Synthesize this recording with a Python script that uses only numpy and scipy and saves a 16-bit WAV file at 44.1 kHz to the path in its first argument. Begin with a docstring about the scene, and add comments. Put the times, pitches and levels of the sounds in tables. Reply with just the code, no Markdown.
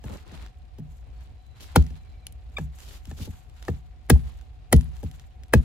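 """Knife chops on a tree stump

A large knife chops a green branch on a stump: four hard chops, with lighter knocks before and between.
A chop stacks noise bursts of breaking fibres, short decaying modes of wood and steel, and a falling thud.
Wobbling harmonics make one blade squeak; short noise bursts make the ticks of chips and twigs.
Shaped, clumpy noise and tiny pings make sleeves, leaves and bark rustle.
Behind lie far whistled birds, a low noise rumble, a faint drone and a scattered tail from the trees.
"""
import sys
import numpy as np
from scipy import signal
from scipy.fft import rfft, irfft, next_fast_len
from scipy.io import wavfile
from scipy.ndimage import map_coordinates

SR = 44100
rng = np.random.default_rng(int(sys.argv[2]) if len(sys.argv) > 2 else 0)


def inscribe(sig):
    """Save sig as 16-bit PCM at rate SR to the path in sys.argv[1].

    A 1-D sig is mono; a 2-D sig holds one channel per row.
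    Samples are clipped to [-1, 1] before scaling.
    """
    pcm = np.round(np.clip(np.atleast_2d(sig).T, -1, 1) * 32767)
    wavfile.write(sys.argv[1], SR, pcm.astype(np.int16))


N = 248724
TIME = np.arange(N) / SR  # the whole scene [s]
SIZE = 16384  # samples in one short sound
T = np.arange(SIZE) / SR  # one short sound [s]
HZ = np.fft.rfftfreq(SIZE, 1 / SR)
LEAD = .01  # a short sound starts this long before its contact [s]


def amp(db):
    """Decibels to gain."""
    return 10 ** (np.asarray(db) / 20)


def unit(x):
    """Scale to rms 1."""
    return x / np.sqrt(np.mean(x ** 2) + 1e-20)


def burst(x):
    """Scale each channel to the energy of 10 ms at rms 1."""
    return x / np.sqrt(np.sum(x ** 2, axis=-1, keepdims=True) / (.01 * SR))


def along(points, hz):
    """Read a curve of (Hz, value) points on a log frequency axis."""
    f, v = np.transpose(points)
    return np.interp(np.log(hz + 1), np.log(f + 1), v)


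def wobble(rate):
    """A smooth random curve with this many knots a second."""
    knots = rng.standard_normal(int(N * rate / SR) + 4)
    return map_coordinates(knots, [TIME * rate])


def filtered(x, response):
    """Filter x by a complex response of frequency."""
    n = x.shape[-1]
    padded = next_fast_len(n + 8192)
    spectrum = rfft(x, padded) * response(np.fft.rfftfreq(padded, 1 / SR))
    return irfft(spectrum, padded)[..., :n]


def coloured(x, spectrum):
    """Filter x by a curve of (Hz, dB) points."""
    return filtered(x, lambda hz: amp(along(spectrum, hz)))


def add(track, s, sound):
    """Mix in a short sound with its contact at s seconds; its far tail fades out."""
    start = max(round((s - LEAD) * SR), 0)
    fade = 1 - (T / T[-1]) ** 2
    track[..., start:start + SIZE] += (sound * fade)[..., :N - start]


def pair(width, size=N):
    """Stereo white noise: a common mid plus a share of side."""
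    mid, side = rng.standard_normal((2, size))
    return np.array([mid + width * side, mid - width * side])


def fibres(spectrum, crest_s, rise_s, t60, grain_db, width):
    """Many small breaks or contacts: spiky stereo noise swells to a crest and dies."""
    t = T - LEAD - crest_s
    swell = np.exp(np.minimum(t, 0) / rise_s)
    decay = amp(-60 * np.maximum(t, 0) / t60)
    sizes = amp(grain_db * rng.standard_normal(SIZE))
    return burst(coloured(swell * decay * sizes * pair(width, size=SIZE), spectrum))


def ring(modes, late_s, rise_s, spread_db, detune):
    """Struck modes decay, with strengths and pitches that vary with the point of contact."""
    t = np.maximum(T - LEAD - late_s, 0)
    chance = rng.uniform(-1, 1, (len(modes), 3))
    tones = 0
    for (hz, db, t60), (size, shift, turn) in zip(modes, chance):
        level = amp(db + spread_db * size - 60 * t / t60)
        tones = tones + level * np.sin(2 * np.pi * (hz * (1 + detune * shift) * t + turn))
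    return burst(tones * (1 - np.exp(-t / rise_s)))


# weight of the thud by frequency: (frequency [Hz], level [dB])
THUD_COLOUR = [(25, -24.5), (42, -13.5), (65, 8), (100, 4.5), (140, -4), (230, -4.5), (320, -19),
               (500, -33.5), (900, -53)]
# how late each part of the thud arrives: (frequency [Hz], delay [s])
THUD_DELAY = [(40, 0.06527), (70, .043), (100, 0.0164), (140, 0.0217), (200, 0.0157), (300, .006), (500, 0),
              (1200, 0.0022)]


def push(rebound_s, rebound_db):
    """A push on the stump and its opposite rebound; low notes come late, so the thud falls in pitch."""
    delay_phase = 2 * np.pi * np.cumsum(along(THUD_DELAY, HZ)) * SR / SIZE
    lead_phase = 2 * np.pi * HZ * LEAD
    contacts = 1 - amp(rebound_db) * np.exp(-2j * np.pi * HZ * rebound_s)
    return burst(irfft(amp(along(THUD_COLOUR, HZ)) * contacts * np.exp(-1j * (delay_phase + lead_phase))))


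# hard chops: (time [s], thud [dB], knock [dB], clack [dB], ring [dB], ring pitch [ratio], crack [dB],
#   snap [dB], rebound delay [s], rebound beside the push [dB], rattle [dB])
CHOPS = [(1.7595, -4.5, -19, -19, -20, .83, -26.5, -27.5, .0095, -5, -57.5),
         (4.1, -3.5, -18.5, -25.5, -21, .99, -25.5, -22, .0102, 1, -44.5),
         (4.727, -3, -16.5, -21, -24.5, 1.16, -26.5, -20.5, 0.01039, -0.5, -53),
         (5.536, -5, -16, -29.5, -19, .99, -31.5, -28.5, .011, 1, -55)]
# the stump booms: (frequency [Hz], level [dB], t60 [s])
STUMP_BOOM = [(65.3, 1.5, 0.78), (119.4, -9, 0.41), (151.8, 4, .3), (185.5, -13, 0.37), (251, -7.5, 0.2)]
# the stump's top knocks: (frequency [Hz], level [dB], t60 [s])
STUMP_TOP = [(338, -5.5, 0.052), (374.8, -3, .055), (454, -1.5, .05), (536, 3.5, 0.024), (635, -8, 0.038),
             (817, -4.5, 0.033)]
# the branch rings: (frequency [Hz], level [dB], t60 [s])
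BRANCH = [(1140, -17, 0.04), (1215, -9.5, .022), (1690, -2.5, 0.023), (2020, -21.5, 0.035),
          (2290, -15, 0.019), (2615, -15, 0.038)]
# steel, damped by the cut: (frequency [Hz], level [dB], t60 [s])
BLADE = [(3770, -1, 0.035), (4310, 1.5, 0.041), (4470, -6.5, 0.048), (5280, -5, 0.054), (5170, -6.5, 0.044),
         (6680, 1.5, 0.036), (6740, -3, 0.021)]
# hard wood on wood: (frequency [Hz], level [dB])
CLACK = [(300, -22), (550, -0.5), (820, 2), (1000, -5.5), (1300, -14), (1800, -19.5), (4000, -42.5)]
# wood parting: (frequency [Hz], level [dB])
SPLIT = [(500, -4), (1000, -8.5), (2000, -1.5), (3000, -12), (5000, -22)]
# cracking fibres and bark: (frequency [Hz], level [dB])
CRACK = [(1500, -37.5), (3000, -2.5), (4500, -8.5), (6800, -7.5), (9000, -18.5), (16000, -33.5)]
# the sharpest snap on top: (frequency [Hz], level [dB])
SNAP = [(4000, -27.5), (7500, -7.5), (9500, 0), (11000, -1.5), (13000, -8.5), (16000, -20)]


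def chops():
    """The blade splits fibres and rings, drives the branch into the stump, and crumbs scatter."""
    out = np.zeros((2, N))
    for (s, thud_db, knock_db, clack_db, ring_db, pitch, crack_db,
         snap_db, rebound_s, rebound_db, rattle_db) in CHOPS:
        # the stump is pushed, booms and knocks
        thud = amp(thud_db) * push(rebound_s, rebound_db)
        hollow = amp(thud_db - 14.0) * ring(
            STUMP_BOOM, late_s=0.0249, rise_s=0.0039, spread_db=5.5, detune=.004)
        knock = amp(knock_db) * ring(
            STUMP_TOP, late_s=0.0013, rise_s=0.0011, spread_db=1.5, detune=0.055)
        clack = amp(clack_db) * fibres(
            CLACK, crest_s=0.0015, rise_s=0.00086, t60=0.019, grain_db=2.0, width=0.17)
        # the branch bounces, slaps the stump again and rattles
        slap = amp(knock_db - 14.5) * ring(
            STUMP_TOP[:3], late_s=.021, rise_s=0.0034, spread_db=2.0, detune=0.078)
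        rattle = amp(rattle_db) * fibres(
            CLACK, crest_s=.059, rise_s=.001, t60=0.044, grain_db=4.5, width=0.28)
        # the branch rings higher or lower with the place where it is struck and held
        held_branch = [(hz * pitch, db, t60) for hz, db, t60 in BRANCH]
        wood = amp(ring_db) * ring(
            held_branch, late_s=0, rise_s=0.00072, spread_db=3.0, detune=0.018)
        steel = amp(crack_db - 7.0) * ring(
            BLADE, late_s=0, rise_s=.0008, spread_db=4.5, detune=0.0025)
        # the fibres give way
        split = amp(ring_db) * fibres(
            SPLIT, crest_s=0.0017, rise_s=0.002, t60=0.023, grain_db=4, width=0.37)
        crack = amp(crack_db) * fibres(
            CRACK, crest_s=0.0022, rise_s=.0018, t60=0.029, grain_db=6.5, width=.6)
        snap = amp(snap_db) * fibres(
            SNAP, crest_s=0.0013, rise_s=0.0012, t60=0.0076, grain_db=9.5, width=0.062)
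        # debris follows, later and longer
        crumbs = amp(crack_db - 25) * fibres(
            CRACK, crest_s=0.022, rise_s=.008, t60=0.2, grain_db=11, width=0.65)
        dust = amp(snap_db - 31.5) * fibres(
            SNAP, crest_s=0.042, rise_s=.008, t60=0.46, grain_db=11, width=.3)
        stump = thud + hollow + knock + clack + slap + rattle
        add(out, s, stump + wood + steel + split + crack + snap + crumbs + dust)
    return out


# the branch drops or is set down on the stump:
#   (time [s], thud [dB], hollow [dB], knock [dB], ring [dB])
KNOCKS = [(.04, -29.5, -43.5, -45.5, -54), (.097, -32, -43, -48, -78), (.317, -35, -42, -55, -71),
          (.784, -29.5, -25.5, -49, -70), (1.904, -37.5, -39, -58.5, -63.5), (2.583, -28, -22.5, -37, -37),
          (3.071, -32, -35.5, -64.5, -73), (3.112, -32.5, -41.5, -48, -52), (3.197, -26, -37.5, -52.5, -75),
          (3.274, -28, -66, -46, -80), (3.682, -18.5, -25.5, -27, -36), (5.03, -23.5, -29.5, -39, -60)]
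BARK_DB, BARK_GROWS = -32.5, 0.42  # bark crack at a 0 dB ring [dB]; its growth [dB per dB of ring]


def knocks():
    """The branch meets the stump without being cut; the harder it rings, the more its bark cracks."""
    out = np.zeros((2, N))
    for s, thud_db, hollow_db, knock_db, ring_db in KNOCKS:
        rebound_s = 0.01498 * amp(2.5 * rng.normal())
        thud = amp(thud_db) * push(rebound_s, rebound_db=-4.5)
        hollow = amp(hollow_db) * ring(
            STUMP_BOOM, late_s=0.019, rise_s=0.0057, spread_db=3.5, detune=.004)
        knock = amp(knock_db) * ring(
            STUMP_TOP, late_s=.001, rise_s=0.0027, spread_db=1.0, detune=0.054)
        wood = amp(ring_db) * ring(
            BRANCH, late_s=0, rise_s=0.0012, spread_db=3.5, detune=0.068)
        bark = amp(BARK_DB + BARK_GROWS * ring_db) * fibres(
            CRACK, crest_s=0.00066, rise_s=0.0016, t60=0.044, grain_db=4.5, width=0.25)
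        clack = amp(ring_db - 0.5) * fibres(
            CLACK, crest_s=0.0011, rise_s=.001, t60=0.042, grain_db=4, width=.25)
        add(out, s, thud + hollow + knock + wood + clack + bark)
    return out


# the blade squeaks in the cut: (time [s], pitch [Hz], level [dB], width as a bell curve's sigma [s])
SQUEAKS = [(2.5722, 1200, -25, 0.0025), (2.577, 1141, -33.5, 0.0031)]
# harmonics of the squeak: (multiple of the pitch, level [dB])
SQUEAK_TONE = [(1, -12.5), (2, -1), (3, -5.5), (4, -23), (6, -27)]


def squeaks():
    """Steel sticks and slips in the wet cut as it comes free: unsteady harmonics in a brief swell."""
    out = np.zeros(N)
    for s, hz, db, width_s in SQUEAKS:
        pitch = hz * (1 + 0.013 * wobble(320)[:SIZE])
        phase = 2 * np.pi * np.cumsum(pitch) / SR
        tone = sum(amp(level) * np.sin(k * phase) for k, level in SQUEAK_TONE)
        swell = np.exp(-.5 * ((T - LEAD) / width_s) ** 2)
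        add(out, s, amp(db) * tone * swell)
    return out


# the loudest chips and twigs: (time [s], level [dB], brightness [dB])
TICKS = [(.1386, -57, 2), (.4623, -57, -9.5), (1.6062, -53.5, 0), (1.8228, -52.5, 2), (1.8647, -56, -3.5),
         (2.2672, -42, 8.5), (2.3236, -62, 14.5), (2.7866, -57, -0.5), (2.803, -54, 2), (3.0535, -53, 1),
         (3.6252, -51, -4.5), (3.6501, -55.5, -2.5), (4.4114, -63, -8.5), (4.7631, -45, 9.5),
         (4.809, -50, -1), (4.9661, -58.5, 0), (5.0384, -60, 10), (5.1128, -55.5, 1.5), (5.1961, -56, -3.5),
         (5.4345, -58.5, -6)]
TICK_WOOD_DB, TICK_SNAP_DB = -6, -8.5  # dull and sharp parts beside the crack, at brightness 0
STRAY_PER_S, STRAY_DB, STRAY_SPREAD_DB = 6.9, -75, 8.5  # random ticks: rate, mid level, spread either way


def ticks():
    """Chips land and twigs snap in tiny bursts; a bright one has less wood and more snap."""
    out = np.zeros((2, N))
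    chance = rng.random((round(STRAY_PER_S * N / SR), 3))
    strays = [(when * N / SR, STRAY_DB + STRAY_SPREAD_DB * (2 * size - 1), 6 * (2 * tone - 1))
              for when, size, tone in chance]
    for s, db, bright_db in list(TICKS) + strays:
        parts = (SPLIT, TICK_WOOD_DB - bright_db), (CRACK, 0), (SNAP, TICK_SNAP_DB + bright_db)
        for spectrum, part_db in parts:
            tick = fibres(spectrum, crest_s=0.001, rise_s=0.00039, t60=0.011, grain_db=3.0, width=.4)
            add(out, s, amp(db + part_db) * tick)
    return out


STROKE_SHAPE = 0.87  # power of the arch


def arch(start, length):
    """A movement swells and fades along a parabola raised to a power."""
    u = np.clip((TIME - start) / length, 0, 1)
    return (4 * u * (1 - u)) ** STROKE_SHAPE


SETTLE_RISE_S, SETTLE_DB_PER_S = 0.055, 67  # time constant of the stir; rate of the fade


def settling(s):
    """Leaves shaken by a chop stir and come to rest."""
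    t = np.maximum(TIME - s, 0)
    return (1 - np.exp(-t / SETTLE_RISE_S)) * amp(-SETTLE_DB_PER_S * t)


BREAKS_PER_S, BREAK_SPREAD_DB = 150, 3
STALK_HZ, STALK_OCTAVES = 3600, .7  # middle pitch and its scatter
STALK_PAN_DB = 5  # scatter of the pan: one side up, the other down by this
STALK_CYCLES = 7  # cycles until a ping is 60 dB down


def stalks():
    """Dry stalks break one by one, each a ping with its own size, pitch and place."""
    draws = rng.standard_normal((round(BREAKS_PER_S * N / SR), 3))
    starts = rng.integers(0, N, len(draws))
    size, tone, side = draws.T[:, :, None]
    hz = np.clip(STALK_HZ * 2 ** (STALK_OCTAVES * tone), 400, 14000)
    t = T[:256]
    level = amp(BREAK_SPREAD_DB * np.clip(size, -2, 2) - 60 * t * hz / STALK_CYCLES)
    pings = level * np.sin(2 * np.pi * hz * t)
    where = (starts[:, None] + np.arange(len(t))).ravel()
    channels = []
    for sign in (1, -1):
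        panned = pings * amp(sign * STALK_PAN_DB * side)
        channels.append(np.bincount(where, panned.ravel(), N)[:N])
    return unit(np.array(channels))


def friction(slip_db, clump_db):
    """Friction comes in clumps of tiny slips: wide noise of uneven level."""
    return pair(width=1.0) * amp(slip_db * wobble(1500) + clump_db * wobble(90))


def strokes(rows):
    """The summed swells of (start [s], length [s], level [dB]) rows."""
    return sum(amp(db) * arch(s, length) for s, length, db in rows)


# the arm and the branch move: (start [s], length [s], leaf crunch [dB], sleeve swish [dB])
MOVES = [(.01, .23, -55.5, -62), (0.206, 0.31, -55.5, -70.5), (0.882, 0.14, -80, -71.5),
         (1.095, .24, -67, -76.5), (1.54, 0.3, -57, -69), (2.505, 0.19, -63.5, -63),
         (2.715, 0.32, -59.5, -61), (2.997, 0.48, -60.5, -61.5), (3.513, 0.32, -59.5, -66),
         (4.267, 0.18, -74.5, -76), (4.915, 0.38, -64.5, -66)]
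# leaf litter is pressed down: (start [s], length [s], level [dB])
PRESSES = [(.035, .16, -43), (.15, .37, -51.5)]
# bark slides over the stump: (start [s], length [s], level [dB])
DRAGS = [(0.262, 0.073, -70), (1.596, 0.09, -48.5), (2.797, 0.22, -53), (3.163, 0.12, -46.5)]
# dry leaves: (frequency [Hz], level [dB])
CRUNCH = [(300, -13.5), (900, 9), (2000, 4), (4000, 3.5), (7000, -10.5), (10000, -12.5), (16000, -41.5)]
# sleeves: (frequency [Hz], level [dB])
SWISH = [(3000, -31), (7000, 7), (9500, -4.5), (13000, 1.5), (16000, -16.5)]
# pressed litter: (frequency [Hz], level [dB])
LITTER = [(60, 4), (200, 9), (500, 1), (1000, -5.5), (2500, -20), (8000, -50)]
# sliding bark: (frequency [Hz], level [dB])
BARK = [(400, 5), (1500, -12.5), (3000, 0), (5500, -2.5), (9000, -9.5), (13000, -7.5), (16000, -22)]
SETTLE_CRUNCH_DB, SETTLE_SWISH_DB = -52, -62.5  # stirred by each chop
STILL_CRUNCH_DB, STILL_SWISH_DB = -68.5, -81  # floor between movements
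JERK_DB, JERK_PER_S = 2, 28  # movements are uneven


def rustle():
    """Sleeves swish, dry leaves crunch and bark drags: coloured friction noise follows the movements."""
    jerk = amp(JERK_DB * wobble(JERK_PER_S))
    shaken = sum(settling(s) for s, *_ in CHOPS)
    leaves = amp(SETTLE_CRUNCH_DB) * shaken + strokes([(s, length, db) for s, length, db, _ in MOVES])
    sleeves = amp(SETTLE_SWISH_DB) * shaken + strokes([(s, length, db) for s, length, _, db in MOVES])
    leaves = np.hypot(amp(STILL_CRUNCH_DB), jerk * leaves)
    sleeves = np.hypot(amp(STILL_SWISH_DB), jerk * sleeves)
    press = jerk * strokes(PRESSES)
    slide = jerk * strokes(DRAGS)
    crunch = leaves * unit(coloured(friction(slip_db=1.0, clump_db=1.5), CRUNCH))
    swish = sleeves * unit(coloured(friction(slip_db=3.0, clump_db=3.0), SWISH))
    litter = press * unit(coloured(friction(slip_db=4.0, clump_db=3), LITTER))
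    drag = slide * unit(coloured(friction(slip_db=2.0, clump_db=2.5), BARK))
    # stalks crackle along with leaves, litter and bark
    crackle = (amp(-8) * leaves + amp(-21) * press + amp(-17) * slide) * stalks()
    return crunch + swish + litter + drag + crackle


# far birds, one row a phrase, its length rounded to whole notes:
#   (start [s], length [s], note rate [1/s], highest pitch of a note [Hz], level [dB])
BIRD = [(1.133, .11, 8.1, 4380, -73), (1.296, .36, 1.8, 4000, -71.5), (1.958, .3, 10, 4105, -70),
        (2.005, .3, 10, 2340, -68)]
SLUR, NOTE_PEAK = 0.12, .25  # curvature of a note's pitch arch; where in the note it is highest
BLUR_HZ, BLUR_PER_S = 44.1, 160  # scattering smears the pitch


def bird():
    """Phrases of thin, arching whistles from far off, blurred by the trees."""
    out = np.zeros(N)
    for s, length, rate, hz, db in BIRD:
        u = np.clip((TIME - s) * rate, 0, round(length * rate)) % 1  # place within the note
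        slurred = hz * (1 - SLUR * (u - NOTE_PEAK) ** 2)
        pitch = slurred + BLUR_HZ * wobble(BLUR_PER_S)
        out += amp(db) * np.sin(np.pi * u) * np.sin(2 * np.pi * np.cumsum(pitch) / SR)
    flutter = np.array([wobble(210), wobble(140)])  # each side flickers on its own
    return out * (1 + .6 * flutter)


# low outdoor rumble: (frequency [Hz], level [dB])
AIR = [(12, -50.5), (20, -22.5), (34, -6.5), (59, 5.5), (92, -8), (153, -17.5), (173, -27), (232, -25),
       (346, -33), (663, -33.5), (721, -39.5), (784, -36), (1320, -51), (2380, -43.5), (3000, -49.5),
       (3900, -87), (6600, -120)]


def outdoors():
    """A low noise rumble, a faint far drone of narrow noise, and the birds."""
    rumble = amp(-44.0 + 1.4 * wobble(14)) * unit(coloured(pair(width=0.46), AIR))
    narrow = filtered(pair(width=1.0), lambda hz: 1 / (1 + ((hz - 738) / 25) ** 2))
    drone = amp(-67.5 + 2 * wobble(1.2)) * unit(narrow)
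    return rumble + drone + bird()


# decay of the scattered tail: (frequency [Hz], t60 [s])
WOODS_DECAY = [(60, 0.91), (200, 0.26), (600, 0.092), (2000, 0.16), (5000, 0.13), (12000, 0.15)]
# colour of the scattered tail: (frequency [Hz], level [dB])
WOODS_COLOUR = [(40, -14), (150, -11), (400, -9), (1500, -22), (4500, -14), (8000, -18), (15000, -37.5)]


def woods(x):
    """Trees and ground scatter a faint tail: noise whose decay depends on frequency."""
    hz, t, z = signal.stft(rng.standard_normal((2, SR // 2)), SR, nperseg=256)
    t60 = along(WOODS_DECAY, hz)[:, None]
    decaying = z * amp(-60 * t / t60) / np.sqrt(t60)
    tail = signal.istft(decaying, SR, nperseg=256)[1]
    wet = signal.fftconvolve(x, tail / np.linalg.norm(tail[0]), axes=1)[:, :N]
    return coloured(wet, WOODS_COLOUR)


# phase between the two ports: (frequency [Hz], lead of the left [rad])
PORT_PHASE = [(30, -.2), (65, -.65), (160, -.7), (300, -.5), (450, .15), (650, .2), (1000, -1.2),
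              (1350, -1), (1650, -.1), (2300, -1), (3300, -2.3), (4500, -1.5), (8000, -1.6), (10000, -.7),
              (14000, -.1)]
# level between the two ports: (frequency [Hz], left minus right [dB])
PORT_TILT = [(60, 2), (240, -0.6), (400, 2.5), (650, 7.5), (1300, -1), (2400, 4), (4500, 2), (8000, 1.5),
             (14000, 0.5)]


def ports(x):
    """Two microphone ports hear the stump at different phases and levels, half the gap on each side."""
    half = np.array([[.5], [-.5]])
    return filtered(x, lambda hz: amp(half * along(PORT_TILT, hz))
                    * np.exp(1j * half * along(PORT_PHASE, hz)))


def scene():
    """The work on the stump, close by, in a quiet wood."""
    work = chops() + knocks() + squeaks() + ticks()
    return ports(work) + woods(work) + rustle() + outdoors()


TOP_HZ = 16200  # band limit


def record(dry):
    """The recorder rounds off the highest peaks and cuts steeply above its band limit."""
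    held = dry / (1 + np.abs(dry / .92) ** 6) ** (1 / 6)
    return filtered(held, lambda hz: 1 / (1 + (hz / TOP_HZ) ** 120))


dry = scene()
out = record(dry)
inscribe(out)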